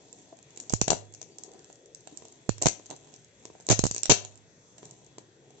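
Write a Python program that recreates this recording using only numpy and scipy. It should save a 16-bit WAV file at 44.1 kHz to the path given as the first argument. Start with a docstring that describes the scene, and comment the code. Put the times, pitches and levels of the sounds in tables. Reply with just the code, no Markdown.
"""Paper wrap of a small box, picked at and torn by hand, close under a phone in a soft furnished room.
Creases, fibres and sliding fingers are noise bursts in the paper and knocks on the modes of the box.
Pressed panels ring as decaying sines; flips of the sheet are pressure jumps at the right port,
and the bass cut of the phone rings after them. Wall echoes and a short noise tail follow the paper;
below lie faint wavering tones and a quiet room noise that the phone's noise suppressor makes flicker."""
import sys
import numpy as np
from scipy import signal
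from scipy.fft import rfft, irfft, next_fast_len
from scipy.io import wavfile

SR = 44100
rng = np.random.default_rng(int(sys.argv[2]) if len(sys.argv) > 2 else 0)


def transcribe(u):
    """Save the signal u as a 16-bit wav file named by the first command-line argument.

    u: samples, shape (n,) or (channels, n), limited to [-1, 1]; the rate is SR.
    q: integer samples, one column per channel.
    """
    v = np.clip(np.atleast_2d(u).T, -1, 1)
    q = np.round(v * 32767).astype(np.int16)
    wavfile.write(sys.argv[1], SR, q)


N = 246959

# crease snaps, burst energy: (time [s], treble left [dB], treble right [dB], box boom [dB])
SNAPS = [(.1277, -22, -14, -49), (.3279, -48, -48, -13.5), (.3881, -29, -25.5, -23), (.427, -26, -26, -30),
         (.5738, -16.5, -9.5, -16.5), (.6001, -5, -9, -17.5), (.696, -0.5, 1.5, -27),
         (.7032, -31.5, -16, -5), (.7239, -13, -0.5, -14), (.7363, 6, 6, -4.5), (.8136, 11, 9, -1.5),
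         (.8165, -9, -13, -5.5), (.8799, 7, 4.5, 11.5), (.9031, 17, 3, 15.5), (.9181, -10, -16, 14),
         (.9304, 1, -15, 12), (1.1378, -15, -16.5, -37), (1.1472, -13.5, -19, -27), (1.2148, -9, -15, -13),
         (1.2274, -12.5, -23, -17), (1.3838, -14, -8, -29), (1.4353, -11.5, -10, -30),
         (1.6435, -22.5, -26, -23.5), (1.7, -28, -31, -13), (1.858, -28, -22.5, -48),
         (1.9472, -14, -12.5, -37), (2.073, -29, -13.5, -9), (2.1729, -18, -8.5, -48),
         (2.2221, -34, -24, -12.5), (2.2518, -18, -19, -17.5), (2.4921, -1, 4.5, -5),
         (2.5809, -14.5, -14, -16), (2.6163, -10, -20, -24.5), (2.6222, 4.5, 7, -3), (2.6319, -11, -5, -5),
         (2.6575, 6.5, 6.5, 14), (2.666, 13.5, -13, 5.5), (2.6685, 7, 4, 4), (2.6833, 10, 1, -1),
         (2.797, -29, -42, -13), (2.8585, -20, -18, -27), (2.9022, -16.5, -7, -11),
         (2.9101, -32, -13.5, -3.5), (2.934, -43, -40, -20), (3.1394, -21.5, -16.5, -24),
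         (3.453, -17, -12.5, -8), (3.5007, -46, -45, -11.5), (3.5519, -46, -44, -12), (3.6, -25, -27, -17),
         (3.6664, -12.5, -10, -24), (3.6877, 5.5, 6, 8), (3.6987, 10, 6, 6), (3.712, -11.5, 16.5, 2),
         (3.7158, 7.5, -0.5, 6), (3.7199, 9.5, -6, -16.5), (3.7295, -3, -3, -17.5), (3.7909, 9, 5.5, 1),
         (3.8389, 4.5, 9, 3), (3.8538, 2, 2, -27.5), (3.8663, 1.5, 5, -17.5), (3.8733, -2.5, -4, -17.5),
         (3.9115, 2, 1, -8), (3.9459, -1, -6, -9.5), (3.9626, -7.5, 2, -7.5), (3.9798, -4.5, 0, -10.5),
         (4.032, 0, 7, -9), (4.056, -15, 5.5, -6), (4.0958, 9.5, 9.5, 7.5), (4.0979, 13, 3, 15.5),
         (4.104, -4, -2.5, -6), (4.11, 16, 2, 14), (4.1183, 13.5, -4.5, 9), (4.2488, -14, -6.5, -13.5),
         (4.3554, -33, -24.5, -35), (4.7818, -19, -17.5, -19), (4.8297, -44, -23, -10.5),
         (5.1824, -12.5, -19, -6.5), (5.5045, -29.5, -35, -23)]
# runs of tearing fibres, energy of a usual break: (start [s], end [s], treble left [dB],
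# treble right [dB], box boom [dB], mids over their usual share [dB])
RIPS = [(0.89, 0.93, -28, -39, -19, -14), (2.615, 2.639, -29, -9.5, -6.5, -8.5),
        (2.658, 2.672, -5.5, -12, -6, 7), (2.897, 2.944, -57, -55, -21, 3),
        (3.698, 3.727, -2, -10, -3, 3.5), (4.095, 4.12, 7.5, -8.5, 4, 8)]
# sheet flips at the right port, before the bass cut:
# (time [s], pressure jump [full scale 1, sign = direction], loading time [ms])
FLIPS = [(.7369, 0.93, 2), (0.8168, 0.79, 1.5), (.88, -0.32, 0.78), (0.9037, 0.66, 1.1), (.906, .5, 0.36),
         (0.9184, 0.22, 1.7), (0.9308, -0.21, 0.89), (2.4932, 1.12, 1.13), (2.6595, -0.73, 2.6),
         (2.6687, 1.54, 0.53), (3.7, 0.12, 1.2), (3.7033, -0.89, 1.7), (3.7075, 1, 1.7),
         (3.7159, 0.67, 1.8), (3.7194, -0.32, 1.3), (3.729, -0.69, 1.1), (3.793, -0.73, 1.9),
         (3.839, 0.89, 2.8), (3.8541, .55, 1.1), (3.8664, .35, 0.73), (3.912, 0.16, 1.7),
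         (4.0966, .95, 0.55), (4.104, .75, 4.9), (4.108, -0.55, 0.97), (4.1111, 0.5, 1.4),
         (4.12, 0.74, 0.46), (4.1232, -0.41, 1.2)]
# fingers sliding on paper, energy of a usual creak: (time [s], treble rustle [dB], low rub [dB])
RUSTLE = [(0, -47, -33.5), (.2, -39, -36), (.44, -51.5, -39), (.6, -37, -34.5), (1.05, -48, -45),
          (1.35, -42, -34), (1.46, -41, -28), (1.55, -44.5, -27.5), (1.7, -39, -41), (1.9, -59.5, -58),
          (2.149, -38.5, -29.5), (2.4, -44.5, -36), (2.85, -42, -42), (3.08, -39, -29),
          (3.321, -48.5, -55.5), (3.45, -42.5, -35.5), (3.9, -44, -40), (4.3, -39.5, -33), (4.56, -64, -53),
          (4.85, -37, -29.5), (5.34, -58.5, -45), (5.471, -52, -38), (5.6, -43, -35.5)]
# finger pads press a box panel: (time [s], peak before the ports [dB], panel pitch [Hz])
PRESSES = [(.134, -51.5, 466), (.325, -45, 666), (1.384, -51, 423), (1.447, -55, 406), (1.479, -47, 407),
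           (1.511, -49, 465), (1.553, -47.5, 374), (2.124, -46, 300), (2.247, -50.5, 436),
           (2.934, -53, 700)]
# lid and cavity modes: (frequency [Hz], width [Hz], left [dB], right [dB])
BOX_MODES = [(166.4, 270, -6, -16.5), (324, 83, -10, -14.5), (416, 132, -1, -5), (603, 89, -1.5, -8),
             (708, 103, 0.5, -8.5), (940, 150, -7, -5.5)]
# colour of the two ports: (frequency [Hz], left [dB], right [dB])
PORTS = [(208, 4, 3), (725, 4, -0.5), (887, -0.5, -0.5), (1130, -8, -7.5), (1690, -2.5, -6), (2650, 4, -3),
         (3150, 2.5, -3), (4110, 5, -0.5), (5010, -4.5, -7.5), (5690, 2.5, 0), (6540, 9.5, 2.5),
         (6820, 4, 5), (7565, 1, 12.5), (8144, -25, -11.5)]
# hum spectrum before the ports: (frequency [Hz], relative density [dB per Hz], left-right likeness [0-1])
HUM = [(30, -8.5, 0.5), (58, 3, 0.6), (106, 2, 0.7), (149, 2.5, 0.98), (202, -5, 0.9), (430, 2, 1),
       (740, -12, 0.51), (1000, -9, 0), (1960, -11.5, .05), (2960, -17.5, 0.3), (3200, -14, 0.6),
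       (4100, -19, .1), (5100, -12.5, 0.14), (7870, -20.5, 0.5)]
# faint wavering tones: (frequency [Hz], middle level [dB])
WHINES = [(1880, -79), (2600, -82.5), (3391, -76), (3800, -82.5)]
# thin tone that comes and goes: (time [s], middle level [dB])
WHISTLE = [(1.2, -120), (1.31, -67), (1.7, -72), (1.9, -82), (2.0, -120)]
# nearby walls: (delay [s], left [dB], right [dB])
ECHOES = [(.0085, -15, -23.5), (0.019, -23, -31.5), (.027, -21, -24.5)]
# noise tail of box boom, sheet mids, treble in turn: (t60 [s], left [dB], right [dB])
TAIL = [(0.35, -17.5, -19.5), (0.28, -11, -11.5), (0.22, -9, -19.5)]

HUM_DB, WHISTLE_HZ = -59.5, 4603
SHEET_HZ, TREBLE_HZ = (1100, 4700), (4700, 9000)
LOW_CUT_HZ, TOP_HZ = 106.25, 8000
MIDS_FROM_TREBLE, MIDS_DB = 0.57, -9  # sheet mids lie between treble and boom in dB, then this offset
RIPS_PER_S, CREAKS_PER_S, TICKS_PER_S = 1100, 640, 7.9
TICK_OVER_DB = 19.5  # ticks over creaks, treble only


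def undb(db):
    """Amplitude of a dB level."""
    return 10 ** (np.asarray(db) / 20)


def band(x, edges_hz, order=3):
    """Steep band-pass."""
    sos = signal.butter(order, edges_hz, "bandpass", fs=SR, output="sos")
    return signal.sosfilt(sos, x)


def on_log_axis(points_hz, values, size):
    """Table values at the bins of a transform, joined over log frequency."""
    bins_hz = np.fft.rfftfreq(size, 1 / SR)
    return np.interp(np.log(bins_hz + 1), np.log(points_hz), values)


def causal(points_hz, db, size=1024):
    """Minimum-phase response of a dB curve, by folding its cepstrum."""
    cepstrum = irfft(on_log_axis(points_hz, db, size) * np.log(10) / 20)
    cepstrum[1:size // 2] *= 2
    cepstrum[size // 2 + 1:] = 0
    return irfft(np.exp(rfft(cepstrum)))


def walk(points_per_s, count=400):
    """Random levels of unit spread joined by straight lines."""
    return np.interp(np.arange(N) / SR * points_per_s, np.arange(count), rng.standard_normal(count))


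def unit_energy(x):
    """Scale each row to energy 1."""
    return x / np.sqrt(np.sum(x ** 2, axis=1))[:, None]


def start_samples(s):
    """Sample index of each time, held inside the scene."""
    return np.clip((s * SR).astype(int), 0, N - 1)


def bursts(s, db, decay_s, rise_s=0.00038, size=512):
    """A short noise burst of fixed energy at each time."""
    t = np.arange(size) / SR
    envelope = np.exp(-t / decay_s) * (1 - np.exp(-t / rise_s))
    noise = unit_energy(rng.standard_normal((len(s), size)) * envelope)
    out = np.zeros(N + size)
    np.add.at(out, start_samples(s)[:, None] + np.arange(size), noise * undb(db)[:, None])
    return out[:N]


def knocks(s, db):
    """One push or pull on the box at each time."""
    out = np.zeros(N)
    np.add.at(out, start_samples(s), undb(db) * np.sign(rng.standard_normal(len(s))))
    return out


def crackle(per_s, scatter_db, count):
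    """Break times with random waits, and skewed sizes in dB: a few far above the rest, capped."""
    wait, size = -np.log(rng.random((count, 2))).T
    return np.cumsum(wait) / per_s, scatter_db * (np.minimum(size, 2.5) - 1)


def hum(patchy_db=3.0, drift_db=1.72, count=16):
    """Quiet room noise, alike at both ports in the bass; the phone's noise suppressor makes
    each band flicker and drift alone."""
    hz, db, likeness = np.transpose(HUM)
    size = next_fast_len(N)
    gain = undb(on_log_axis(hz, db, size))
    alike = np.clip(on_log_axis(hz, likeness, size), 0, 1)
    mid, side = rfft(rng.standard_normal((2, size))) * gain * np.sqrt([1 + alike, 1 - alike])
    both = np.array([mid + side, mid - side])
    centres_hz = np.geomspace(50, 9000, count)
    noise = 0
    for share in np.eye(count):  # overlapping bands that sum to one
        part = irfft(both * on_log_axis(centres_hz, share, size), size)[:, :N]
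        noise = noise + part * undb(patchy_db * walk(10.0) + drift_db * walk(2.22))
    return noise * undb(HUM_DB) / np.std(noise)


def whines():
    """Sines whose pitch and level waver at random; the whistle also follows its own level table."""
    tones = [(hz, db + 3.2 * walk(9.)) for hz, db in WHINES]
    whistle_db = np.interp(np.arange(N) / SR, *np.transpose(WHISTLE))
    tones.append((WHISTLE_HZ, whistle_db + 4.0 * walk(40.)))
    out = 0
    for hz, db in tones:
        phase = 2 * np.pi * np.cumsum(hz + 6.5 * walk(37.0)) / SR
        out = out + undb(db) * np.sin(phase + np.array([[0], [1]]))  # right leads by 1 rad
    return out


def creaks(per_s, over_db, lean_db, count):
    """Random creaks under the sliding fingers, in the columns of SNAPS."""
    s, size_db = crackle(per_s, 1.4, count=count)
    t, treble_db, low_db = np.transpose(RUSTLE)
    size_db = np.where(s < N / SR, size_db, -np.inf)
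    treble = np.interp(s, t, treble_db) + size_db + over_db
    low = np.interp(s, t, low_db) + size_db
    side_db = 1.5 * rng.standard_normal(len(s)) + lean_db
    return np.column_stack([s, treble + side_db, treble - side_db, low])


def box(pushes, contact_hz=1150.0):
    """Box modes as each port hears them; the soft card rounds each push."""
    soft = signal.sosfilt(signal.butter(2, contact_hz, fs=SR, output="sos"), pushes)
    out = 0
    for hz, width_hz, *port_db in BOX_MODES:
        mode = signal.lfilter(*signal.iirpeak(hz, hz / width_hz, SR), soft)
        out = out + undb(port_db)[:, None] * mode
    return out


def room(ranges, size=22050):
    """Smeared wall echoes and a noise tail that builds up and dies; both reach the left port better."""
    t = np.arange(size) / SR
    out = 0
    for x, (t60_s, *tail_db) in zip(ranges, TAIL):
        envelope = np.exp(-np.log(1000) * t / t60_s) * (1 - np.exp(-t / 0.0027))
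        response = unit_energy(rng.standard_normal((2, size)) * envelope) * undb(tail_db)[:, None]
        for delay_s, *echo_db in ECHOES:
            smear = rng.standard_normal((2, size)) * np.exp(-((t - delay_s) / 0.0012) ** 2)
            response = response + unit_energy(smear) * undb(echo_db)[:, None]
        source = x.sum(axis=0, keepdims=True)
        out = out + signal.fftconvolve(source, response, axes=1)[:, :N]
    return out


def presses(t60_s=0.053, right_db=0.0, lag_s=.00015, size=4096):
    """Panels ring as soft-edged decaying sines, a little later on the right."""
    t = np.arange(size) / SR
    envelope = np.exp(-np.log(1000) * t / t60_s) * (1 - np.exp(-t / 0.00038))
    out = np.zeros(N + size)
    for s, db, hz in PRESSES:
        ring = np.sin(2 * np.pi * hz * t) * envelope
        first = int(s * SR)
        out[first:first + size] += undb(db) * ring / np.max(ring)
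    right = undb(right_db) * np.roll(out, int(lag_s * SR))
    return np.array([out[:N], right[:N]])


def flips(relax_s=0.015, load_share=0.93, edge_s=0.0002, left_db=-44.0):
    """Pressure builds one way as the sheet loads, then jumps back and a little over as it flips."""
    lead = SR // 50
    t = (np.arange(SR // 10) - lead) / SR
    after = .5 + .5 * np.tanh(t / edge_s)
    relax = (1 - load_share) * after * np.exp(-np.abs(t) / relax_s)
    right = np.zeros(N)
    for s, jump, load_ms in FLIPS:
        first = int(s * SR) - lead
        load = load_share * (1 - after) * np.exp(-1000 * np.abs(t) / load_ms)
        right[first:first + len(t)] += jump * (relax - load)
    return np.array([undb(left_db) * right, right])


def fibres():
    """Random breaks along each rip, silent past its end; columns of SNAPS plus extra mids."""
    rows = []
    for start_s, end_s, *range_db, extra_db in RIPS:
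        wait_s, size_db = crackle(RIPS_PER_S, 3.6, count=100)
        s = start_s + wait_s
        size_db = np.where(s < end_s, size_db, -np.inf)
        rows.append(np.column_stack([s, np.add.outer(size_db, range_db), np.full(len(s), extra_db)]))
    return np.vstack(rows)


def paper():
    """Every break sounds in three ranges (box boom, sheet mids, treble), each left and right."""
    fine = creaks(CREAKS_PER_S, 0, lean_db=0.1, count=5000)
    ticks = creaks(TICKS_PER_S, TICK_OVER_DB, lean_db=0.5, count=100)
    plain = np.pad(np.vstack([SNAPS, fine, ticks]), [(0, 0), (0, 1)])  # no extra mids
    s, left_db, right_db, boom_db, extra_db = np.vstack([plain, fibres()]).T

    treble_db = np.maximum(left_db, right_db)
    mid_db = MIDS_FROM_TREBLE * treble_db + (1 - MIDS_FROM_TREBLE) * boom_db + MIDS_DB + extra_db
    lean_db = 0.37 * np.nan_to_num(right_db - left_db)
    late = s + .0004  # the left port is further from the hands

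    shared = knocks(s, boom_db)
    own_right = knocks(s + 0.001357, boom_db + 7.5)
    boom = np.array([shared, 1.65 * shared + own_right])  # partly alike at both ports
    mids = np.array([bursts(late, mid_db, 0.0018), bursts(s, mid_db + lean_db, 0.00022)])
    treble = np.array([bursts(late, left_db, 0.0018), bursts(s, right_db, 0.00094)])
    return box(boom) + presses(), band(mids, SHEET_HZ), band(treble, TREBLE_HZ)


def scene():
    """Paper, room and hum pass the coloured ports; the flips push the ports directly."""
    ranges = paper()
    air = sum(ranges) + room(ranges) + hum() + whines()
    hz, *port_db = np.transpose(PORTS)
    ports = np.array([causal(hz, db) for db in port_db])
    return signal.fftconvolve(air, ports, axes=1)[:, :N] + flips()


def record(dry):
    """A sharp shelf cuts the bass and rings after every jolt; peaks are rounded and the top is cut."""
    shelf = signal.ellip(6, .011, 8.43, LOW_CUT_HZ, "highpass", fs=SR, output="sos")
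    coupling = signal.butter(1, 18., "highpass", fs=SR, output="sos")
    low_cut = signal.sosfilt(np.vstack([coupling, shelf]), dry)
    rounded = .78 * np.tanh(low_cut / .78)
    top_cut = signal.cheby1(8, .5, TOP_HZ, fs=SR, output="sos")
    return signal.sosfilt(top_cut, rounded)


dry = scene()
out = record(dry)
transcribe(out)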